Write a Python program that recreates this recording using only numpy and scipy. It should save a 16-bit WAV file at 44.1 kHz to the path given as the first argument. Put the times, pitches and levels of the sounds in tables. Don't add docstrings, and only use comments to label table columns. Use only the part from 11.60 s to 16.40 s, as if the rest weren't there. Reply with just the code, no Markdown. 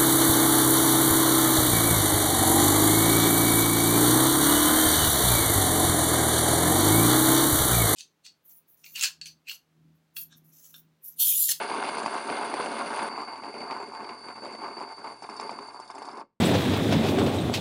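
import sys
import numpy as np
from scipy import signal
from scipy.fft import rfft, irfft
from scipy.io import wavfile
from scipy.ndimage import uniform_filter1d

SR = 44100
rng = np.random.default_rng(int(sys.argv[2]) if len(sys.argv) > 2 else 0)


def makeup_ratio(level_db):
    decades = np.asarray(level_db, float) / 20
    return 10 ** decades


def to_wav(s):
    ch = np.atleast_2d(s).T
    pcm = np.round(np.clip(ch, -1, 1) * 32767)
    wavfile.write(sys.argv[1], SR, pcm.astype(np.int16))


N = 211724
CUT_S, STOP_S = 1.49, 4.622
USUAL_FULL_DB, USUAL_EMPTY_DB = -35, -44
STEEL_LIFTS_S = 0.02

# [f/Hz, density/dB per Hz]
HOUSING_COLOUR = [(290, -37.5), (500, -9.5), (634, -9.5), (696, -0.5), (828, -6), (903, -4), (1250, -8),
                  (1510, -4.5), (2000, -19.5), (2600, -58.5), (4400, -120)]
# [f/Hz, width/Hz, level/dB]
HOUSING_MODES = [(717, 45, -4), (760, 110, -9.5), (889.2, 37, 7.5), (1040, 335, -2.5), (1404, 27, -8.5)]
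# [f/Hz, density/dB per Hz]
BASE_COLOUR = [(35, -77), (60, -40), (108, -24), (178, -13), (221, -12), (347, -1), (419, -5.5), (517, -6),
               (560, -18), (650, -9.5), (840, -32), (1430, -120)]
# [f/Hz, width/Hz, level/dB]
BASE_MODES = [(229.4, 28, 1), (284.4, 68, -1), (406.7, 55, 3), (451.6, 12, -0.5), (567.7, 41, 1)]
# [f/Hz, density/dB per Hz]
GRIT_COLOUR = [(1600, -35), (1900, -10.5), (2400, -3), (2900, -3.5), (3200, -12), (4300, -14),
               (5000, -27.5), (6000, -40)]
# [f/Hz, width/Hz, level/dB]
GRIT_MODES = [(2145, 134, 5.5), (2684, 90, -4.5), (3493, 320, -5.5), (4280, 340, -6)]
# [f/Hz, level/dB]
EMPTY_GRIT_EQ = [(1600, 8), (2800, -1), (3200, -10), (4300, -4.5), (5000, -7)]
# [f/Hz, level/dB]
EMPTY_HOUSING_EQ = [(400, -3.5), (1150, 2.5), (1300, -2), (1900, -2.5), (2500, -2.5)]
# [f/Hz, width/Hz, level/dB]
WHINE_FULL_MODES = [(4643, 230, -14.5), (4730, 68, -12)]
# [f/Hz, width/Hz, level/dB]
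WHINE_EMPTY_MODES = [(4580, 80, 1.5), (4635, 75, -2), (4695, 50, -7.5), (4805, 60, -14), (5030, 60, -22)]
# [f/Hz, density/dB per Hz]
SCRAPE_COLOUR = [(2800, -21), (3300, -10.5), (4400, -8.5), (4950, -9), (5450, -12), (5900, -15.5),
                 (6900, -19), (7900, -19), (8450, -16), (8720, -13.5), (9500, -23)]
# [f/Hz, width/Hz, level/dB]
SCRAPE_MODES = [(5050, 140, 2), (5345, 55, 0), (5590, 60, -5), (6160, 100, -5), (6470, 150, -5),
                (7380, 380, -5.5)]
# [f/Hz, level/dB]
FULL_SCRAPE_EQ = [(4900, -1), (5350, -3), (5700, 3.5), (7500, -2.5), (8400, 8), (9000, 2)]
# [f/Hz, width/Hz, level/dB]
HISS_MODES = [(9004, 574, -4), (9424, 330, -1.5), (9680, 440, 0), (10080, 290, -21)]
# [f/Hz, width/Hz, level/dB]
SNAP_MODES = [(6470, 260, -2.5), (7440, 420, 4), (9300, 970, -5.5)]
# [f/Hz, width/Hz, level/dB]
CLINK_MODES = [(2250, 740, 2.5), (3750, 260, -10), (4370, 200, -4), (4830, 510, -5.5)]
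# [f/Hz, width/Hz, level/dB]
RATTLE_LOW_MODES = [(3660, 270, -5.5), (4250, 370, -10), (4750, 200, 1.5), (5160, 240, 2), (5560, 310, -9)]
# [f/Hz, width/Hz, level/dB]
RATTLE_HIGH_MODES = [(6400, 290, -1), (7530, 390, -0.5), (9230, 810, -2.5)]
# [t/s, peak level/dB, upper modes relative level/dB]
RATTLES = [(3.6213, -55, -2), (3.6315, -58, 2), (3.6424, -52, -16.0), (3.6643, -57, -9),
           (3.6973, -49, -6.0), (3.7313, -62, 6), (3.766, -49, -4), (3.7731, -51, -11), (3.7976, -41, -17),
           (3.81, -49.0, 2.0), (3.822, -56.0, -13.0), (3.8351, -56.0, -13.0), (3.8484, -58.0, -11.0),
           (3.871, -56, -16.0), (3.909, -50.0, 0.5), (3.9191, -59, -7), (3.9261, -58.0, -14.0),
           (3.9876, -67.0, 4.0), (4.0206, -65.0, 9.0), (4.0291, -73, 9.0), (4.0387, -68.0, -4.0),
           (4.072, -68, 12), (4.0897, -65.0, -7.0), (4.146, -62, 3), (4.1755, -68.0, -9),
           (4.1922, -65.0, 0.0), (4.2002, -55, 0), (4.207, -52, -13.0), (4.2171, -61, -8),
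           (4.2448, -63, -8.0), (4.2535, -61, -3.0), (4.2766, -52, -6), (4.304, -53, 0), (4.3104, -50, -14),
           (4.353, -50.5, -2), (4.3719, -60, -9.0), (4.383, -66.0, 16), (4.3933, -67.0, 10),
           (4.423, -48.5, -6), (4.4525, -46, -5), (4.4661, -60, 0.0), (4.4749, -67.0, 8.0),
           (4.486, -49, -15.0), (4.5039, -65.0, 5.0), (4.5147, -51, -14.0), (4.5243, -64, -13.0),
           (4.5313, -59, -9.0), (4.5726, -52, -10), (4.5819, -66, -15), (4.6025, -54, -11),
           (4.615, -69, -10)]
# [t/s, peak level/dB, knock f/Hz, clink relative level/dB, snap relative level/dB]
KERNELS_FULL = [(0.0334, -34.5, 890.0, -1, -6.5), (0.099, -20.5, 850, -12, -33),
                (0.1151, -20.5, 1030, -19, -43), (0.1405, -21, 1070, -14, -33.0),
                (0.1468, -20, 930.0, -21, -37), (0.1541, -23.5, 1000, -21.5, -34),
                (0.2114, -29.5, 820.0, -27, -32.5), (0.2371, -25.5, 890, -10, -25.5),
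                (0.2441, -22.5, 730, -13.0, -37), (0.2896, -18, 900.0, -13, -23),
                (0.3423, -24, 950, -18, -39.5), (0.3708, -20.5, 970.0, -15, -40.5),
                (0.3838, -19.5, 930.0, -12.5, -20), (0.4188, -22.5, 1040, -24, -34.0),
                (0.4301, -37, 990.0, -4.5, 3.5), (0.4612, -15.0, 940, -14, -20),
                (0.4701, -23.0, 880.0, -29, -35.5), (0.5385, -24.5, 930, -23, -13),
                (0.5533, -21, 950, -27.0, -39), (0.5651, -19.5, 990, -25.0, -35.0),
                (0.5919, -35, 820.0, -27, -38), (0.6846, -25.5, 940.0, -25, -37.0),
                (0.6992, -22, 730.0, -8.5, -24), (0.7109, -26.5, 930.0, -23, -29),
                (0.8123, -21.5, 860.0, -23, -34), (0.8446, -23.0, 900, -29, -25.5),
                (0.94, -17, 860, -14.5, -21.5), (0.9464, -24.0, 600.0, -19, -31.0),
                (1.0066, -20.5, 1040.0, -14.5, -31), (1.0177, -28, 814, -29, -34),
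                (1.0607, -21, 770, -14, -18), (1.0811, -24, 720.0, -31.5, -33),
                (1.1829, -27.5, 810.0, -11.0, -15), (1.2607, -25.5, 690.0, -18, -35.5),
                (1.3037, -27.5, 860.0, -10.0, -27.0), (1.3501, -23.0, 870.0, -29, -31),
                (1.3592, -27, 1070, -15.5, -30.0), (1.3806, -26.5, 790.0, -23, -22.5),
                (1.3918, -19, 920, -13.5, -31)]
# [t/s, peak level/dB, knock f/Hz, clink rel. level/dB, snap rel.
# level/dB]
KERNELS_EMPTY = [(1.5782, -21, 950, -26, -28), (1.6128, -31, 980, -12, -25),
                 (1.6198, -25, 970, -30, -39), (1.6274, -24.5, 1030, -29, -39),
                 (1.6342, -27, 1060, -19, -42), (1.7341, -28, 860, -22, -39),
                 (1.7577, -31, 860, -15, -30), (1.8357, -29.5, 790, -11.5, -25),
                 (1.855, -28, 925, -16, -26), (1.8632, -34, 824, -16, -37),
                 (1.9417, -29.5, 675, -14, -32), (2.005, -30, 605, -12, -37),
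                 (2.031, -27, 760, -30, -34), (2.1099, -25, 1010, -10, -25),
                 (2.1181, -22, 910, -19, -41), (2.125, -26.5, 900, -15, -29),
                 (2.141, -33, 1000, -23, -17), (2.1655, -24, 1000, -24, -38),
                 (2.2013, -27, 785, -20, -23), (2.2265, -28.5, 960, -19, -19),
                 (2.3216, -30, 960, -30, -26), (2.3358, -32, 850, -29, -25),
                 (2.35, -30.5, 990, -12, -23), (2.4042, -29, 920, -20, -38),
                 (2.445, -31, 1000, -9.5, -31), (2.473, -31, 990, -28, -39),
                 (2.4924, -28, 1050, -10.5, -39), (2.5072, -34, 970, -14, -30),
                 (2.6859, -30, 1060, -13.5, -24), (2.6968, -42, 950, -19, -36),
                    (2.7712, -34, 930, -26, -27), (2.835, -31, 604, -20, -25), (2.8477, -31, 620, -12, -21),
                    (2.8565, -27, 1000, -16, -32), (2.8643, -31, 690, -18, -20),
                    (2.8761, -29.5, 600, -19, -29), (2.924, -44, 870, -3, -3), (2.9505, -29, 620, -15, -23),
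                    (3.018, -30, 915, -18, -37), (3.0263, -31, 950, -21, -36), (3.0347, -34, 790, -15, -31),
                    (3.043, -31, 930, -11, -38), (3.077, -32, 940, -28, -35), (3.1805, -30, 840, -19, -38),
                    (3.1912, -31, 1100, -24, -23), (3.199, -39, 600, -5, -16), (3.2077, -27, 900, -24, -33),
                    (3.2142, -23.5, 865, -27, -33), (3.2248, -32, 1130, -20, -18),
                    (3.2494, -29.5, 990, -24, -36), (3.2893, -47, 660, -6, -10),
                    (3.382, -32, 1020, -17, -34), (3.4445, -26, 880, -18, -29),
                    (3.4625, -34, 900, -20, -20), (3.471, -28.5, 940, -17, -32),
                    (3.4861, -33, 820, -25, -27), (3.4938, -37, 1030, -15, -24),
                    (3.5004, -36, 1080, -15, -24), (3.5073, -32.5, 900, -23, -33),
                    (3.5206, -32, 840, -28, -38),
                 (3.6235, -31, 820, -23, -22), (3.6328, -42, 990, -11, -18), (3.6388, -35.5, 1130, -11, -20),
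                (3.658, -39, 930, -22, -30), (3.691, -25.5, 980, -24, -36), (3.7275, -32, 965, -31, -25),
                (3.7574, -32, 1040, -30, -31), (3.7985, -22.5, 925, -16, -19),
                (3.8942, -22, 950, -15.5, -44), (3.9163, -27.5, 706, -21, -28),
                (3.989, -25, 1030, -16.5, -35), (4.086, -30, 930, -32, -32), (4.1458, -31.5, 980, -32, -28),
                (4.1616, -32, 970, -21, -37), (4.1926, -33, 1000, -30, -31), (4.2002, -28, 910, -27, -21),
                (4.208, -40, 1030, -30, -12), (4.3016, -28, 1000, -20, -24), (4.349, -34.5, 920, -32, -10),
                (4.3569, -31, 830, -26, -28), (4.3652, -34, 790, -29, -30), (4.3805, -32.5, 870, -13, -17),
                (4.42, -27, 840, -19, -20), (4.4474, -31, 960, -20, -21), (4.4871, -26.5, 910, -28, -29),
                (4.493, -31, 1060, -18, -36), (4.5312, -34, 930, -34, -23), (4.5721, -30, 970, -22, -24),
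                (4.6135, -28.5, 940, -23, -36)]
HARD_KERNELS = KERNELS_FULL + KERNELS_EMPTY
# [start t/s, length t/s, load level/dB, coarseness level/dB]
BATCHES_FULL = [(0, 0.057, -34, -9.5), (0.086, 0.25, -34.5, -9.5), (0.336, 0.15, -34, -6),
                (0.525, 0.054, -33.5, -12), (0.676, 0.046, -34.5, -3), (0.765, 0.094, -37.5, -9),
                (0.93, 0.057, -41.5, -3), (0.995, 0.14, -34.5, -4), (1.154, 0.22, -37, -3.5),
                (1.3, 0.23, -39, -5)]
# [start t/s, length t/s, load level/dB, coarseness level/dB]
BATCHES_EMPTYING = [(1.492, 0.1, -40, -5), (1.58, 0.03, -38.5, -6), (1.603, 0.021, -35.5, -8.5),
                    (1.67, 0.13, -43, -8.5), (1.82, 0.078, -41.5, -4), (1.943, 0.065, -43, -1),
                    (2.004, 0.12, -40.5, -6), (2.096, 0.14, -38.5, -6.5), (2.257, 0.072, -47, -3),
                    (2.329, 0.068, -41.5, -12.5), (2.395, 0.13, -41, -4), (2.556, 0.06, -49.5, -7),
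                    (2.631, 0.054, -47, -5), (2.679, 0.028, -44, -3.5), (2.753, 0.032, -44, -5.5),
                    (2.818, 0.14, -42.5, -1), (2.984, .03, -44.5, 0), (3.017, 0.06, -37.5, -3.5),
                    (3.102, 0.041, -45.5, -6), (3.165, 0.071, -40, -3), (3.27, 0.056, -44, -10.5),
                    (3.372, 0.044, -45.5, -3.5), (3.438, 0.07, -40.5, -6), (3.62, 0.018, -42.5, -6.5),
                    (3.691, 0.12, -44, -6.5), (3.789, 0.12, -43, -1), (3.907, 0.12, -45.5, -0.5),
                    (4.012, .1, -48.5, -10), (4.138, 0.095, -48, -20), (4.292, 0.019, -45.5, -23),
                    (4.339, 0.11, -44, -7.5), (4.469, .16, -42.5, -5)]
# [t/s, level/dB]
PRESSURE = [(1.44, 4), (1.62, 1.5), (1.78, -1), (2.05, 1.5), (2.3, -1.5), (2.6, -1), (2.85, 1), (3.05, 0),
            (3.35, -1), (3.45, 0), (3.6, -3), (3.8, 1), (4.05, 1), (4.2, -3.5), (4.45, -5.5), (4.62, -12.5)]
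PARTS = {"grit": (-42.5, -55, 0.95, 0.54), "ring": (-52, -51, 0.27, 1), "scrape": (-57.5, -67.5, 0.29, 0.4),
         "hiss": (-53, -68, 0.16, .5)}
# [t/s, half length t/s, depth level/dB]
SKIPS = [(1.79, .015, 7), (3.575, 0.032, 4), (3.68, 0.021, 8), (3.75, .012, 9), (3.93, .01, 8),
         (4.01, .01, 7), (4.125, 0.017, 10), (4.205, 0.018, 7), (4.265, 0.019, 3), (4.337, 0.033, 11),
         (4.47, .01, 2), (4.542, 0.02, 6)]
# [t/s, level/dB]
HUM = [
    (0, -84),
    (1.5, -71),
    (4.3, -74),
    (4.45, -75),
    (4.63, -99),
]


def grinding(t, lumps, crush_db, base_db):
    breaking = cracks(1800., spread_db=1.5)
    crush = unit(body(breaking, HOUSING_MODES, HOUSING_COLOUR, order=2))
    base = unit(body(0.45 * breaking + cracks(900., spread_db=3.0), BASE_MODES, BASE_COLOUR, order=2))
    grit = unit(body(0.91 * breaking + cracks(5000., spread_db=2.0), GRIT_MODES, GRIT_COLOUR, order=2))
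    grit = np.where(t < CUT_S, grit, body(grit, [], EMPTY_GRIT_EQ))
    crush = np.where(t < CUT_S, crush, body(crush, [], EMPTY_HOUSING_EQ))
    grit_db = np.maximum(part_db("grit", t, crush_db), -66)
    crush_level = makeup_ratio(crush_db + 0.5 + 0.37 * lumps + 1.5 * walk(40))
    base_level = makeup_ratio(base_db + 1.0 + 0.5 * lumps + 0.4 * walk(22))
    grit_level = makeup_ratio(grit_db - 1.5 + 1.08 * lumps + 0.25 * walk(43))
    return (crush * crush_level * fade(t, 0.083)
            + base * base_level * fade(t, 0.23)
            + grit * grit_level * fade(t + STEEL_LIFTS_S, 0.19))


def feed(t):
    attack_s, sag_db_per_s, release_db_per_s = 0.0038, 15, 248.5
    load = makeup_ratio(np.where(t < CUT_S, -36.5, -55.5)) ** 2
    coarse = load * makeup_ratio(-6) ** 2
    for s, length, load_db, coarse_db in BATCHES_FULL + BATCHES_EMPTYING:
        age = np.maximum(t - s, 0)
        sag_db = sag_db_per_s * age + release_db_per_s * np.maximum(age - length, 0)
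        same_take = (s < CUT_S) == (t < CUT_S)
        batch = (np.minimum(age / attack_s, 1) * makeup_ratio(load_db - sag_db)) ** 2 * same_take
        load = load + batch
        coarse = coarse + batch * makeup_ratio(coarse_db) ** 2
    return 10 * np.log10(load), 10 * np.log10(coarse)


def jam(t):
    depth, width_s, lead_s = .75, .003, .0015
    coarse_t = t[::32]
    dips = [1 - depth * np.exp(-((coarse_t - s + lead_s) / width_s) ** 2) for s, *_ in HARD_KERNELS]
    return np.prod(dips, axis=0).repeat(32)[:N]


def kernels():
    lead_s, knock_s, length = .003, .001, 1500
    ring_on, ring_on_s = 0.2, 0.0046
    age = np.arange(length) / SR - lead_s
    bell = np.exp(-(age / knock_s) ** 2)
    swell = bell + ring_on * (age > 0) * (1 - bell) * np.exp(-np.abs(age) / ring_on_s)
    crumble = np.exp(np.minimum(age / 0.00079, -age / 0.0047))
    knocks, blows = np.zeros(N + length), np.zeros((3, N + length))
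    noises = rng.standard_normal((len(HARD_KERNELS), length))
    for (s, peak_db, hz, clink_db, snap_db), crumbs in zip(HARD_KERNELS, noises):
        late_cut_db = 4 * (s > RATTLES[0][0])
        thump_db = -12 - 0.5 * crumbs[-1]
        blow_db = peak_db + np.array([snap_db - late_cut_db, thump_db, clink_db])
        start = int((s - lead_s) * SR)
        here = slice(start, start + length)
        knocks[here] += makeup_ratio(peak_db + .5) * swell * np.cos(2 * np.pi * hz * age + np.pi * crumbs[0])
        blows[:, here] += makeup_ratio(blow_db)[:, None] * crumbs * crumble
    snap = makeup_ratio(6.0) * body(blows[0], SNAP_MODES, order=2)
    thump = makeup_ratio(13.0) * body(blows[1], [(376.0, 140, 5.5), (270, 100, 1.0)], order=2)
    clink = makeup_ratio(10.5) * body(blows[2], CLINK_MODES, order=1.5)
    return knocks[:N] + snap + thump + clink


def burr(t, lumps, load_db):
    whine_db, scrape_db, hiss_db = (part_db(name, t, load_db) for name in ("ring", "scrape", "hiss"))
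    scrape_db = np.maximum(scrape_db, -70)
    skip_db = sum(depth_db * np.exp(-((t - s) / half) ** 4) for s, half, depth_db in SKIPS)
    rub = cracks(8000., spread_db=3.5)
    damped = unit(body(rub, WHINE_FULL_MODES, order=2))
    bare = steady(body(rub, WHINE_EMPTY_MODES, order=2))
    whine = np.where(t < CUT_S - .055, damped, bare)
    scrape = unit(body(rub + 0.22 * cracks(700., spread_db=4.0), SCRAPE_MODES, SCRAPE_COLOUR, order=2))
    packed_eq = [(20, 0.0012)] + FULL_SCRAPE_EQ + [(20000, 0.0011)]
    scrape = np.where(t < CUT_S, body(scrape, [], packed_eq), scrape)
    hiss = unit(body(rub, HISS_MODES, order=3))
    lifted = t + STEEL_LIFTS_S
    return (whine * makeup_ratio(whine_db + 2.5 + 0.14 * lumps + 0.52 * walk(33) - skip_db) * fade(lifted, 0.14)
            + scrape * makeup_ratio(scrape_db + 4.5 + 0.22 * lumps) * fade(lifted, 0.12)
            + hiss * makeup_ratio(hiss_db + 3.5 + 0.65 * lumps) * fade(lifted, 0.079))


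def steady(x):
    hold = .4
    swell = uniform_filter1d(unit(x) ** 2, size=200) + .05
    return unit(x / swell ** (hold / 2))


def part_db(name, t, load_db):
    full_db, empty_db, per_load, per_pressure = PARTS[name]
    full = full_db + per_load * (load_db - USUAL_FULL_DB)
    pressure_db = np.interp(t, *np.transpose(PRESSURE))
    empty = empty_db + per_load * (load_db - USUAL_EMPTY_DB) + per_pressure * pressure_db
    return np.where(t < CUT_S, full, empty)


def rattle():
    lead_s, rise_s, decay_s, length = .003, .0007, .0065, 2000
    age = np.arange(length) / SR - lead_s
    bounce = np.exp(np.minimum(age / rise_s, -age / decay_s))
    scuffs = np.zeros((2, N + length))
    noises = rng.standard_normal((len(RATTLES), 2, length))
    for (s, peak_db, high_db), noise in zip(RATTLES, noises):
        at = int((s - lead_s) * SR)
        level = makeup_ratio(peak_db + np.array([[0], [high_db]]))
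        scuffs[:, at:at + length] += level * noise * np.abs(noise) * bounce
    low = makeup_ratio(11.0) * body(scuffs[0], RATTLE_LOW_MODES, order=1.5)
    high = makeup_ratio(7.5) * body(scuffs[1], RATTLE_HIGH_MODES, order=1.5)
    return low + high


def motor(t):
    level_db = np.interp(t, *np.transpose(HUM)) + 0.73 * walk(2.4)
    return np.sqrt(2) * makeup_ratio(level_db) * np.sin(2 * np.pi * 120 * t)


def counter_shake(t):
    shake = unit(body(rng.standard_normal(N), [(25, 28, 1.5), (70, 89, -1.5)], order=2))
    return makeup_ratio(-80.0 - 1.1 * t) * shake * fade(t, .6)


def rumble(t):
    return makeup_ratio(-80.5) * unit(body(rng.standard_normal(N), [(140, 150, -0.5), (500, 600, -25)])) * fade(t, 1.7)


def room(x):
    level_db, t60_s, thin_hz, dull_hz = -28, .27, 450., 6000.
    age = np.arange(SR // 2) / SR
    tail = rng.standard_normal(len(age)) * makeup_ratio(-60 * age / t60_s) * (age > .004)
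    tail = signal.lfilter(*signal.butter(1, (thin_hz, dull_hz), 'band', fs=SR), tail)
    tail = tail / np.sqrt(np.sum(tail ** 2))
    return x + makeup_ratio(level_db) * signal.fftconvolve(x, tail)[:N]


def fade(t, t60):
    return makeup_ratio(-60 * np.maximum(t - STOP_S, 0) / t60)


def cracks(rate, spread_db):
    hit, size, sign = rng.random((3, N))
    heights = makeup_ratio(-spread_db * np.log(1 - .999 * size))
    return unit((hit < rate / SR) * heights * np.sign(sign - .5))


def walk(rate):
    k = int(SR / rate)
    held = np.repeat(rng.standard_normal(N // k + 1), k)
    return 1.15 * uniform_filter1d(uniform_filter1d(held, k), k)[:N]


def body(x, modes, slope=None, order=1):
    hz = np.maximum(np.fft.rfftfreq(8192, 1 / SR), 1)
    power = 0
    for f, width, db in modes:
        peak = makeup_ratio(db) ** 2 / (1 + (2 * (hz - f) / width) ** 2) ** order
        power = power + peak * (hz / f) ** 2 / (1 + (hz / f) ** 2) * 2
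    if slope:
        slope_hz, slope_db = np.transpose(slope)
        power = power + makeup_ratio(np.interp(np.log(hz), np.log(slope_hz), slope_db, left=-70, right=-90)) ** 2
    ceps = irfft(np.log(power + 1e-12) / 2)
    ceps[1:4096] *= 2
    ceps[4097:] = 0
    return signal.fftconvolve(x, irfft(np.exp(rfft(ceps)))[:4096])[:N]


def unit(x):
    return x / np.sqrt(np.mean(x ** 2))


def scene():
    t = np.arange(N) / SR
    lumps = 1.7 * walk(24.69) + 1.2 * walk(90)
    load_db, coarse_db = feed(t)
    ground = grinding(t, lumps, load_db, coarse_db) * jam(t)
    mill = ground + kernels() + burr(t, lumps, load_db) + rattle() + motor(t)
    kitchen = (room(mill) + rumble(t))[None]
    bass_cut = signal.butter(3, 95., 'high', fs=SR, output='sos')
    return signal.sosfilt(bass_cut, kitchen) + counter_shake(t)


def band_limit(x):
    return signal.sosfilt(signal.butter(12, 11340, fs=SR, output="sos"), x)


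def record(dry):
    top_cut = signal.ellip(12, .3, 75, 10180, fs=SR, output="sos")
    mix = signal.sosfilt(top_cut, dry)
    return band_limit(mix)


dry = scene()
out = record(dry)
to_wav(out)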